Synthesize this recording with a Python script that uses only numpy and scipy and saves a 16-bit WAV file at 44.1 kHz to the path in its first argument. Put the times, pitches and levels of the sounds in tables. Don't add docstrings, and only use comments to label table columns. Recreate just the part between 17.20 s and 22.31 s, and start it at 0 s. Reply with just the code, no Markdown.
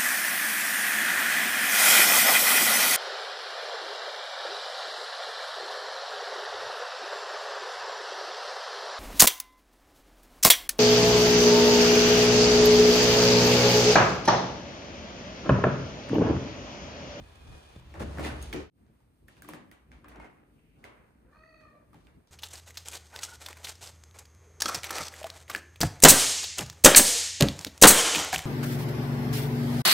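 import sys
import numpy as np
from scipy import signal
from scipy.fft import rfft, irfft
from scipy.io import wavfile
from scipy.ndimage import uniform_filter1d

SR = 44100
rng = np.random.default_rng(int(sys.argv[2]) if len(sys.argv) > 2 else 0)


def log_audio(samples):
    frames = np.atleast_2d(samples).T
    limited = np.clip(frames, -1, 1)
    pcm = np.round(limited * 32767).astype(np.int16)
    wavfile.write(sys.argv[1], SR, pcm)


def gain_from_db(level_db):
    decades = np.asarray(level_db, float) / 20
    return 10 ** decades


N = 225306
TIME = np.arange(N) / SR
CUT_S = 1.499
IN_HALL = TIME < CUT_S
PORT_LAG = 20


def evened(x):
    return x / np.sqrt(np.mean(x ** 2) + 1e-20)


def peaked(x):
    return x / np.abs(x).max()


def read(points, hz):
    f, value = np.transpose(points)
    return np.interp(np.log(hz + 1), np.log(f + 1), value)


def add(mix, s, sound):
    part = mix[:, round(s * SR):][:, :sound.shape[1]]
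    part += sound[:, :part.shape[1]]


def smoothed(x, size):
    return uniform_filter1d(uniform_filter1d(x, size), size)


def band(x, lo_hz, hi_hz):
    edges = [lo_hz, min(hi_hz, .45 * SR)]
    return signal.sosfilt(signal.butter(2, edges, "band", fs=SR, output="sos"), x)


def steep_band(x, lo_hz, hi_hz):
    return band(band(x, lo_hz, hi_hz), lo_hz, hi_hz)


def resonate(x, modes):
    out = 0
    for hz, width, db in modes:
        r = np.exp(-np.pi * abs(width) / SR)
        poles = [1, -2 * r * np.cos(2 * np.pi * hz / SR), r * r]
        out = out + gain_from_db(db) * signal.lfilter([(1 - r * r) / 2, 0, (r * r - 1) / 2], poles, x)
    return out


def gestures(starts, holds, dbs, releases, rise):
    t = np.arange(0, N / SR + .01, .001)[:, None]
    fall = np.maximum(releases, .01)
    before = np.maximum(starts - t, 0) / (max(rise, .01) * fall)
    after = np.maximum(t - starts - abs(holds), 0) / fall
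    power = gain_from_db(dbs - 20 * (before + after)) ** 2
    return np.interp(TIME, t[:, 0], np.sqrt(power.sum(1)))


# f/Hz, likeness [0-1]
PORT_LIKENESS = [(60, 0.85), (130, 0.96), (290, 0.67), (640, 0.092), (1400, 0.048), (3100, 0.29),
                 (6800, 0.34), (15000, 0.2)]


def coloured(x, spectrum):
    hz = np.fft.rfftfreq(N, 1 / SR)
    left, other = rfft(x)
    same = np.clip(read(PORT_LIKENESS, hz), -1, 1)
    delayed = left * np.exp(-2j * np.pi * hz * PORT_LAG / SR)
    right = same * delayed + np.sqrt(1 - same ** 2) * other
    return evened(irfft(np.array([left, right]) * gain_from_db(read(spectrum, hz)), N))


def room(x, decays):
    taps = np.zeros((2, SR))
    at = np.arange(300, SR - 20, 20)
    at = at + rng.integers(0, 20, (2, len(at)))
    np.put_along_axis(taps, at, rng.choice([-1., 1.], at.shape), 1)
    hz, t, z = signal.stft(taps, SR, nperseg=256)
    t60 = np.maximum(read(decays, hz), .05)[:, None]
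    tail = signal.istft(z * gain_from_db(-60 * t / t60), SR, nperseg=256)[1]
    return signal.fftconvolve(x, tail / np.linalg.norm(tail[0]), axes=1)[:, :N]


# f/Hz, level/dB per Hz
HALL_TONE = [(20, -8), (60, -3.5), (110, -11.5), (240, -21.5), (500, -33), (1300, -31.5), (3500, -33.5),
             (7000, -58), (10000, -70), (15000, -44)]
BEDROOM_TONE = [(20, -21.5), (59, -3), (170, -10.5), (260, -11), (450, -21), (940, -30.5), (1500, -36.5),
                (2200, -37.5), (3500, -38.5), (7200, -46), (8600, -37), (10800, -40.5), (15000, -40)]


def air(in_hall):
    spectrum, db = (HALL_TONE, -53.5) if in_hall else (BEDROOM_TONE, -65)
    drift = smoothed(rng.standard_normal((2, N)), 2500)
    tone = coloured(rng.standard_normal((2, N)), spectrum)
    low = signal.sosfiltfilt(signal.butter(2, 600, fs=SR, output="sos"), tone)
    hiss = gain_from_db(0.87 * evened(drift[0])) * (tone - low)
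    rumble = gain_from_db(4.46 * evened(drift[1]) - 1.5) * low
    return gain_from_db(db) * (hiss + rumble)


def loads(rows, rise, rings):
    s, hum_db, knock_db, release = np.transpose(rows)
    hum = gestures(s, 0 * s, hum_db, rings * release, rise)
    return np.array([hum, gestures(s, 0 * s, knock_db, release, rise)])


# t/s, hum level/dB, creak level/dB, release/s per 20 dB
JERKS = [(0.0, -61.5, -64, -0.3), (.108, -50.5, -74, 0.6), (.25, -59, -61, 0.4), (.39, -46.5, -64, 0),
         (.43, -64, -71, 5), (.564, -34, -59, -0.7), (.61, -40.5, -69, -0.4), (.7, -42, -74, 0.2),
         (.81, -32, -37, 0.22), (.9, -38, -65, 0.27), (1.0, -33, -34, 0.32), (1.128, -41, -47, -0.63),
         (1.25, -37, -67, 0.1), (1.345, -51, -31.5, .13)]
# t/s, sway level/dB, footfall level/dB, release/s per 20 dB
STEPS = [(1.57, -63, -67, 0), (1.7, -70, -58.5, 0.03), (1.84, -62, -79, 1.2), (2.06, -62, -69, 0.2),
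         (2.31, -59, -51, 0.26), (2.58, -54, -75, 0), (2.73, -49, -57.5, 0.3), (2.9, -54, -57, .5),
         (3.3, -62, -64.5, 0.6), (3.46, -58, -65, 0.23), (3.58, -63, -63.5, 0.2), (3.67, -57, -60.5, 0.3),
         (3.74, -50, -73, -0.1), (3.84, -47.5, -69, 0), (3.96, -55, -69, -1.9), (4.03, -55.5, -66, 0.43),
         (4.26, -59, -65.5, 0.6), (4.4, -93, -88, 9), (4.51, -81, -63, 0.7), (4.75, -51.5, -56.5, 0.08),
         (4.8, -46, -71.5, -0.94), (4.89, -63, -63.5, 0), (5.08, -68, -65, -0.6)]
# f/Hz, width/Hz, level/dB
BAR = [(72, 1.36, 7.5), (56.5, 5.7, -8.5)]
FLOOR = [(56.1, 17, 0)]
BOARDS = [(127.1, 24, 7), (163.3, 22, 3.5), (227.4, 45, 1), (291, 14, 2), (365, 9.2, -6), (424, 25, -8.5)]
LID = [(252, 30, -9), (299.3, 29, -1.5), (362, 31, -1.5), (428.5, 18, -4)]


def weight():
    jerks = loads(JERKS, rise=0.11, rings=2.8)
    steps = loads(STEPS, rise=0.52, rings=1)
    sway, knock = np.where(IN_HALL, jerks, steps)
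    shake, lumps = rng.standard_normal(N), rng.standard_normal((2, N))
    bar = resonate(shake, BAR)
    bar = bar / np.sqrt(uniform_filter1d(bar ** 2, 5000))
    hum = np.where(IN_HALL, bar, evened(resonate(resonate(shake, FLOOR), FLOOR)))
    lumps = lumps + 2.55 * lumps[0]
    on_lid = abs(TIME - 1.41) < .09
    lid = evened(resonate(resonate(lumps, LID), LID) + 0.19 * resonate(lumps, BOARDS[:2]))
    wood = np.where(on_lid, lid, evened(resonate(lumps, BOARDS)))
    return gain_from_db(-5.5) * sway * hum + gain_from_db(-1.5) * knock * evened(band(wood, 134, 475))


# t/s, level/dB peak, f/Hz, t60/s
KNOCKS = [(.807, -33, 488, .06), (1.046, -37, 2037, 0.096), (1.062, -29, 607, 0.025),
          (1.122, -37.5, 121, 0.077), (1.0, -29.5, 312, 0.11), (2.29, -50, 302, 0.088),
          (2.335, -50, 320, 0.14), (2.7, -53, 109, .1), (2.844, -50.5, 1218, .07), (2.884, -50, 202, .05),
          (2.986, -42.5, 175, 0.037), (3.0, -49, 2146, 0.06), (3.045, -49.5, 2150, .04),
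          (3.44, -54.5, 280, 0.041), (3.455, -56, 51.6, 0.11), (3.646, -52, 112, .06),
          (3.955, -52.5, 240, 0.06),
          (.9855, -25, 150, .035),
    (.989, -30, 320, .05),
    (1.3435, -25, 300, .025),
    (.813, -30, 140, .04),
    (1.36, -34, 365, .16),
    (1.4, -34, 390, .12),
]
# t/s, level/dB peak
CLINKS = [
    (1.216, -46.5),
    (1.2255, -35),
]
# f/Hz, width/Hz, level/dB
STEEL = [(6600, 25, -2), (8850, 25, -5), (9900, 90, -2), (10500, 150, 0), (12900, 60, -6), (14800, 80, -7)]


def knocks():
    out, t = np.zeros((2, N)), np.arange(8000) / SR
    for s, db, hz, t60 in KNOCKS:
        ring = gain_from_db(db - 60 * t / max(t60, .01)) * np.sin(2 * np.pi * hz * t)
        add(out, s, np.array([ring, np.roll(ring, PORT_LAG * (hz < 700))]))
    for (s, db), noise in zip(CLINKS, rng.standard_normal((len(CLINKS), 8000))):
        strike = noise * np.exp(-t / 0.0014)
        steel = peaked(sum(gain_from_db(m[2]) * peaked(resonate(strike, [m])) for m in STEEL))
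        clink = gain_from_db(db) * (steel * .5 + peaked(band(strike, 6000, 16000)))
        add(out, s, np.array([clink, np.roll(clink, PORT_LAG)]))
    return out


def strokes(rows, rise, treble):
    s, hold, db, bright_db, release = np.transpose(rows)
    body = gestures(s, hold, db, release, rise)
    return np.array([body, gestures(s, hold, db + bright_db, treble * release, rise)])


# t/s, hold/s, level/dB, brightness/dB, release/s per 20 dB
DRAGS = [
    (0.0, 0.6, -52.5, -0.5, -1.3),
    (.33, 0.012, -48.5, -0.5, 0.3),
    (.741, 0.049, -44, -15, -0.96),
    (.797, 0.037, -35, -4, -0.09),
    (.968, 0.028, -39.5, -4.5, 0.68),
    (1.045, 0.021, -42.5, 10.5, 0.0658),
    (1.218, 0.037, -50, 7.5, 0.1),
    (1.333, 0.0053, -47, 14.5, 0),
]
# t/s, hold/s, level/dB, brightness/dB, release/s per 20 dB
PUSHES = [(1.58, 0.25, -70, -16, 0.6), (2.082, 0.1, -63, 5, 0.5), (2.28, 0.017, -56.5, 9, 0.42),
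          (2.516, 0.0085, -65, -3, 0.5), (2.62, 0.043, -72, -14, .2), (2.718, 0.0059, -64, 2, 0.9),
          (2.846, .01, -52.5, -29, 0.27), (2.92, .01, -52, -8, 0.13), (2.888, 0.016, -53, -1.5, 0.35),
          (2.948, 0.026, -48.5, -21, 0.28), (3.0, 0.047, -47, -10.5, 0.09), (3.045, 0.032, -53, -8, -0.14),
          (3.1, 0.01, -58, -8, 0.37), (3.59, 0.03, -60.5, -4.5, 0.9), (3.643, 0.0049, -48, -2, 0.33),
          (3.75, 0.02, -69, -4, 0.3), (3.88, .02, -70.5, -1, 0.6), (4.12, 0.04, -65.5, -3, 2.2),
          (4.405, 0.018, -65.5, 0.5, 0.95), (4.735, 0.13, -65, 1.5, 0.6)]
# t/s, hold/s, level/dB, release/s per 20 dB
NAP = (3.39, .19, -76, .1)
# f/Hz, level/dB per Hz
CLOTH = [(150, -12.5), (414, -6), (1170, -9), (2550, -10.5), (5000, -23), (7500, -28.5), (10000, -28),
         (13500, -38.5), (15000, -36)]
# f/Hz, width/Hz, level/dB
CLOTH_RING = [(1620, 60, 1), (2500, 70, 7.5), (3550, 120, 4)]


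def rubbing():
    drags = strokes(DRAGS, rise=0.4, treble=1.5)
    pushes = strokes(PUSHES, rise=0.072, treble=0.36)
    body, treble = np.where(IN_HALL, drags, pushes)
    clumps = gain_from_db(2.5 * evened(smoothed(rng.standard_normal(N), 250)))
    sizes = gain_from_db(1.54 * np.minimum(rng.exponential(1, (2, N)), 5))
    slips = clumps * sizes * (rng.random((2, N)) < 2500. / SR)
    fibres = evened(slips * rng.standard_normal((2, N))) + 1.2 * rng.standard_normal((2, N))
    cloth = coloured(fibres, CLOTH)
    taut = (TIME < .6) * resonate(cloth, CLOTH_RING) * .9
    nap = gestures(*np.transpose([NAP]), .5) * evened(steep_band(cloth, 1600, 3200))
    rub = gain_from_db(-6.5) * body * (evened(band(cloth, 260, 2150)) + taut)
    return nap + rub + gain_from_db(-9.5) * treble * evened(band(cloth, 2910, 24000))


def blows(events, hollow, ring_width, crack_s, thud_s, thud_db, thin_db, pan_db):
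    near, walls, t = np.zeros((2, N)), np.zeros((2, N)), np.arange(6000) / SR
    bands = (500, 2710), (3000, 7000), (7500, 17600)
    pan = gain_from_db(np.array([[.5], [-.5]]) * pan_db)
    for (s, peak_db, hz, edge_db, tick_db), noise in zip(events, rng.standard_normal((len(events), 2, 6000))):
        snap = 1. * (t == 0)
        crack = noise[0] * np.exp(-t / crack_s)
        gains = gain_from_db(peak_db + np.array([0, edge_db - 8, tick_db + 8.5]))
        plain, direct = [sum(g * peaked(steep_band(x, *b)) for g, b in zip(gains, bands))
                         for x in (snap, 6.0 * snap + crack)]
        octaves = np.log2(hz / 1e3)
        ring = peaked(resonate(crack, [(hz, ring_width * hz / 1e3, 0)]))
        ring = gain_from_db(peak_db - 1 - 4 * octaves) * ring
        push = noise[1] * t / thud_s * np.exp(-t / thud_s)
        thud = gain_from_db(peak_db + thud_db - thin_db * octaves) * peaked(resonate(push, hollow))
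        add(near, s, pan * (np.array([direct, np.roll(direct, PORT_LAG)]) + 1.6 * ring + thud))
        echoed = plain + .4 * thud + .35 * ring
        add(walls, s, np.array([echoed, echoed]))
    return np.array([near, walls])


# t/s, level/dB peak, ring f/Hz, edge level/dB, tick level/dB
KICKS = [
    (.553, -62.5, 613, -30, -35),
    (.59, -70, 626, -31, -37),
    (.68, -72, 576, -34, -35),
    (.705, -72, 600, -30, -35),
]
# f/Hz, width/Hz, level/dB
WALL = [(78, 19, -12), (126, 12, 12)]


def kicks():
    return blows(KICKS, WALL, ring_width=170.0, crack_s=0.002, thud_s=0.0092, thud_db=20.5, thin_db=-3.5, pan_db=1.5)


# t/s, level/dB peak, ring f/Hz, edge level/dB, tick level/dB
SNAPS = [(1.665, -69, 1860, 8, -26.5), (1.804, -71, 918, 8, -4), (2.083, -48.5, 1760, -20, -6),
         (2.168, -50.5, 2220, -23, -13), (2.221, -46.5, 1660, 4.5, 0), (2.246, -48.5, 1240, -29, -6),
         (2.288, -39.5, 1030, -32, -1.5), (2.335, -39.5, 1100, -3, -7.5), (2.514, -46.5, 1970, -2.5, -4.5),
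         (2.717, -45.5, 2220, -2, -25), (2.844, -49, 1150, -30, -44), (2.883, -48, 2240, -14, -9),
         (2.888, -54.5, 2500, -8, -2), (2.918, -51, 1990, -49, -27), (2.947, -53.5, 1060, -35, -38),
         (2.959, -49.5, 820, -22, -36), (2.999, -48.5, 890, -28, -28), (3.044, -48, 815, -21.5, -22),
         (3.1, -71, 900, -30, -43), (3.641, -39.5, 2050, -6, -16), (4.408, -58.5, 1820, -42, -21),
         (4.731, -55.5, 1160, -19, -7), (4.744, -55, 835, -17, -8), (4.869, -52, 2700, -31, -16),
         (5.073, -69.5, 890, 22, -1)]
# f/Hz, width/Hz, level/dB
TUNNEL = [(191, 30, -3), (290, 80, 7.5), (494, 93, -11)]


def snaps():
    return blows(SNAPS, TUNNEL, ring_width=130.0, crack_s=0.0027, thud_s=0.0085, thud_db=-2.5, thin_db=6.0, pan_db=-2.0)


# t/s, pitch f/Hz, effort level/dB, first harmonic level/dB, second harmonic level/dB
MEOW = [
    (4.03, 425, -73, 6, -10),
    (4.09, 520, -69, 5, -9),
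    (4.12, 606, -65, -8, 0),
    (4.17, 622, -61, -7, 6),
    (4.25, 636, -61, 4, -3),
    (4.4, 636, -61, 1, -5),
    (4.49, 612, -61.5, -9, -1),
    (4.56, 594, -65, 5, -6),
    (4.66, 580, -73, 3, -4),
]
# f/Hz, level/dB
THROAT = [(550, -2), (650, 4), (1250, 0), (1900, -4), (2550, -8), (3150, -31), (3800, -27), (4450, -14),
          (5100, -40), (5750, -42), (6350, -27), (7000, -50)]
# f/Hz, width/Hz, level/dB
JAW = [(1165, 60, 8)]


def meow():
    s, *columns = np.transpose(MEOW)
    hz, effort_db, first_db, second_db = [np.interp(TIME, s, c) for c in columns]
    open_db = np.maximum(hz - 625, -45) * .1
    weak_db = np.clip(-57 - effort_db, 0, 14)
    creak = np.exp(-((TIME - 4.148) / .04) ** 4)
    closing = np.clip((TIME - 4.42) / .03, 0, 1)
    waver = evened(smoothed(rng.standard_normal((13, N)), 330))
    turns = np.cumsum(hz * (1 + (.006 + .0025 * weak_db) * waver[0])) / SR
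    flutter = .8 * np.cos(2 * np.pi * np.cumsum(70 * (1 + .4 * waver[11])) / SR)
    upper = 0
    for k in range(2, 11):
        db = read(THROAT, k * hz) + open_db * np.log2(k) + second_db * (k == 2) + 4 * waver[k]
        upper = upper + gain_from_db(db) * np.cos(2 * np.pi * k * turns)
    halves = sum(np.cos(2 * np.pi * k * turns) for k in (1.5, 2.5))
    halves = creak * gain_from_db(-9 + 4 * waver[12]) * halves
    first = gain_from_db(first_db + (1.5 + 3 * closing) * waver[1]) * np.cos(2 * np.pi * turns)
    voice = (1 + closing * flutter) * first + (1 + flutter) * upper + halves
    voice = voice + closing * resonate(voice, JAW)
    breath = evened(band(rng.standard_normal(N), 650, 1300)) * (1 + np.cos(2 * np.pi * turns))
    breath = gain_from_db(-28 + 1.5 * weak_db + 12 * creak + 4 * closing) * breath
    gate = np.clip((TIME - s[0]) / 0.02, 0, 1) * np.clip((s[-1] - TIME) / 0.03, 0, 1)
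    pan = gain_from_db(np.array([[-.6], [.6]]))
    return gain_from_db(effort_db - 1.5) * gate * (voice + breath) * pan


# t/s, level/dB peak, ring f/Hz, edge level/dB, tick level/dB
LANDING = [
    (1.328, -30.5, 2110, -2, -14.5),
    (1.344, -47.5, 570, -32, -42),
    (1.361, -51, 496, 19, -36),
    (1.403, -45, 526, -28, -28),
]


def landing():
    return blows(LANDING, LID, ring_width=140.0, crack_s=0.0037, thud_s=0.013, thud_db=-1.7, thin_db=4.0, pan_db=-4.0)


# t/s, level/dB peak, ring f/Hz, edge level/dB, tick level/dB
CLAWS = [(0.621, -58, 890, -20, -31), (0.74, -46, 595, -36, -37), (0.804, -38, 540, -27.5, -16),
         (0.974, -43.5, 705, -35, -29), (0.984, -35.5, 1330, -21.5, -13), (0.995, -35, 567, -35.5, -13.5),
         (1.048, -28.5, 1920, -17, -15.5), (1.066, -41, 594, -27.5, -29), (1.035, -35, 2280, -20, -19),
         (1.08, -39.5, 1900, -23, -20), (1.1, -40.5, 1500, -21, -25)]
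# f/Hz, width/Hz, level/dB
BRACKET = [(156, 80, -3), (335, 70, -3.5), (565.7, 11, 4.5)]


def claws():
    return blows(CLAWS, BRACKET, ring_width=190.0, crack_s=0.0025, thud_s=0.01, thud_db=-3.0, thin_db=9.0, pan_db=1.0)


# f/Hz, t60/s
HALL = [(100, 0.31), (300, 0.62), (1000, 0.63), (4000, 0.58), (12000, 0.22)]
BEDROOM = [(100, 0.94), (300, 0.51), (1000, 0.52), (4000, 0.42), (12000, 0.12)]


def scene():
    t = TIME - CUT_S
    hits, call, crinkle = knocks(), meow(), snaps()
    clawing = claws() + landing()
    hall = clawing[0] + kicks()[0] + air(in_hall=True)
    hall += room(gain_from_db(7) * clawing[1] + gain_from_db(-9) * hits, HALL)
    bedroom = crinkle[0] + gain_from_db(-2.5) * call + air(in_hall=False)
    bedroom += room(gain_from_db(4) * crinkle[1] + gain_from_db(-9) * (call + hits * (t > 0)), BEDROOM)
    moving = rubbing() + weight() + hits
    fade_out = np.clip(.25 - t / 0.12, 0, 1) * (t < 0)
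    fade_in = np.clip(0.01 + t / 0.12, 0, 1) * (t >= 0)
    return fade_out * hall + fade_in * bedroom + (np.clip(-t / 0.095, 0, 1) + fade_in) * moving


def low_pass(x):
    return signal.sosfilt(signal.butter(12, 16450, fs=SR, output="sos"), x)


def record(dry):
    heard = band(band(dry, 36, 18000), 33, 16000)
    hz, t, z = signal.stft(heard, SR, nperseg=256, noverlap=192)
    treble = (abs(z[:, (hz > 8000) & (hz < 11000)]) ** 2).sum((0, 1))
    click = treble > 20 * np.roll(uniform_filter1d(treble, 8), 8)
    emptied = ((hz > 10950) & (hz < 12300)) | (hz > 15250)
    z = z * np.where(emptied[:, None] & ~click, .003, 1)
    mix = signal.istft(z, SR, nperseg=256, noverlap=192)[1][:, :N]
    return low_pass(mix)


dry = scene()
out = record(dry)
log_audio(out)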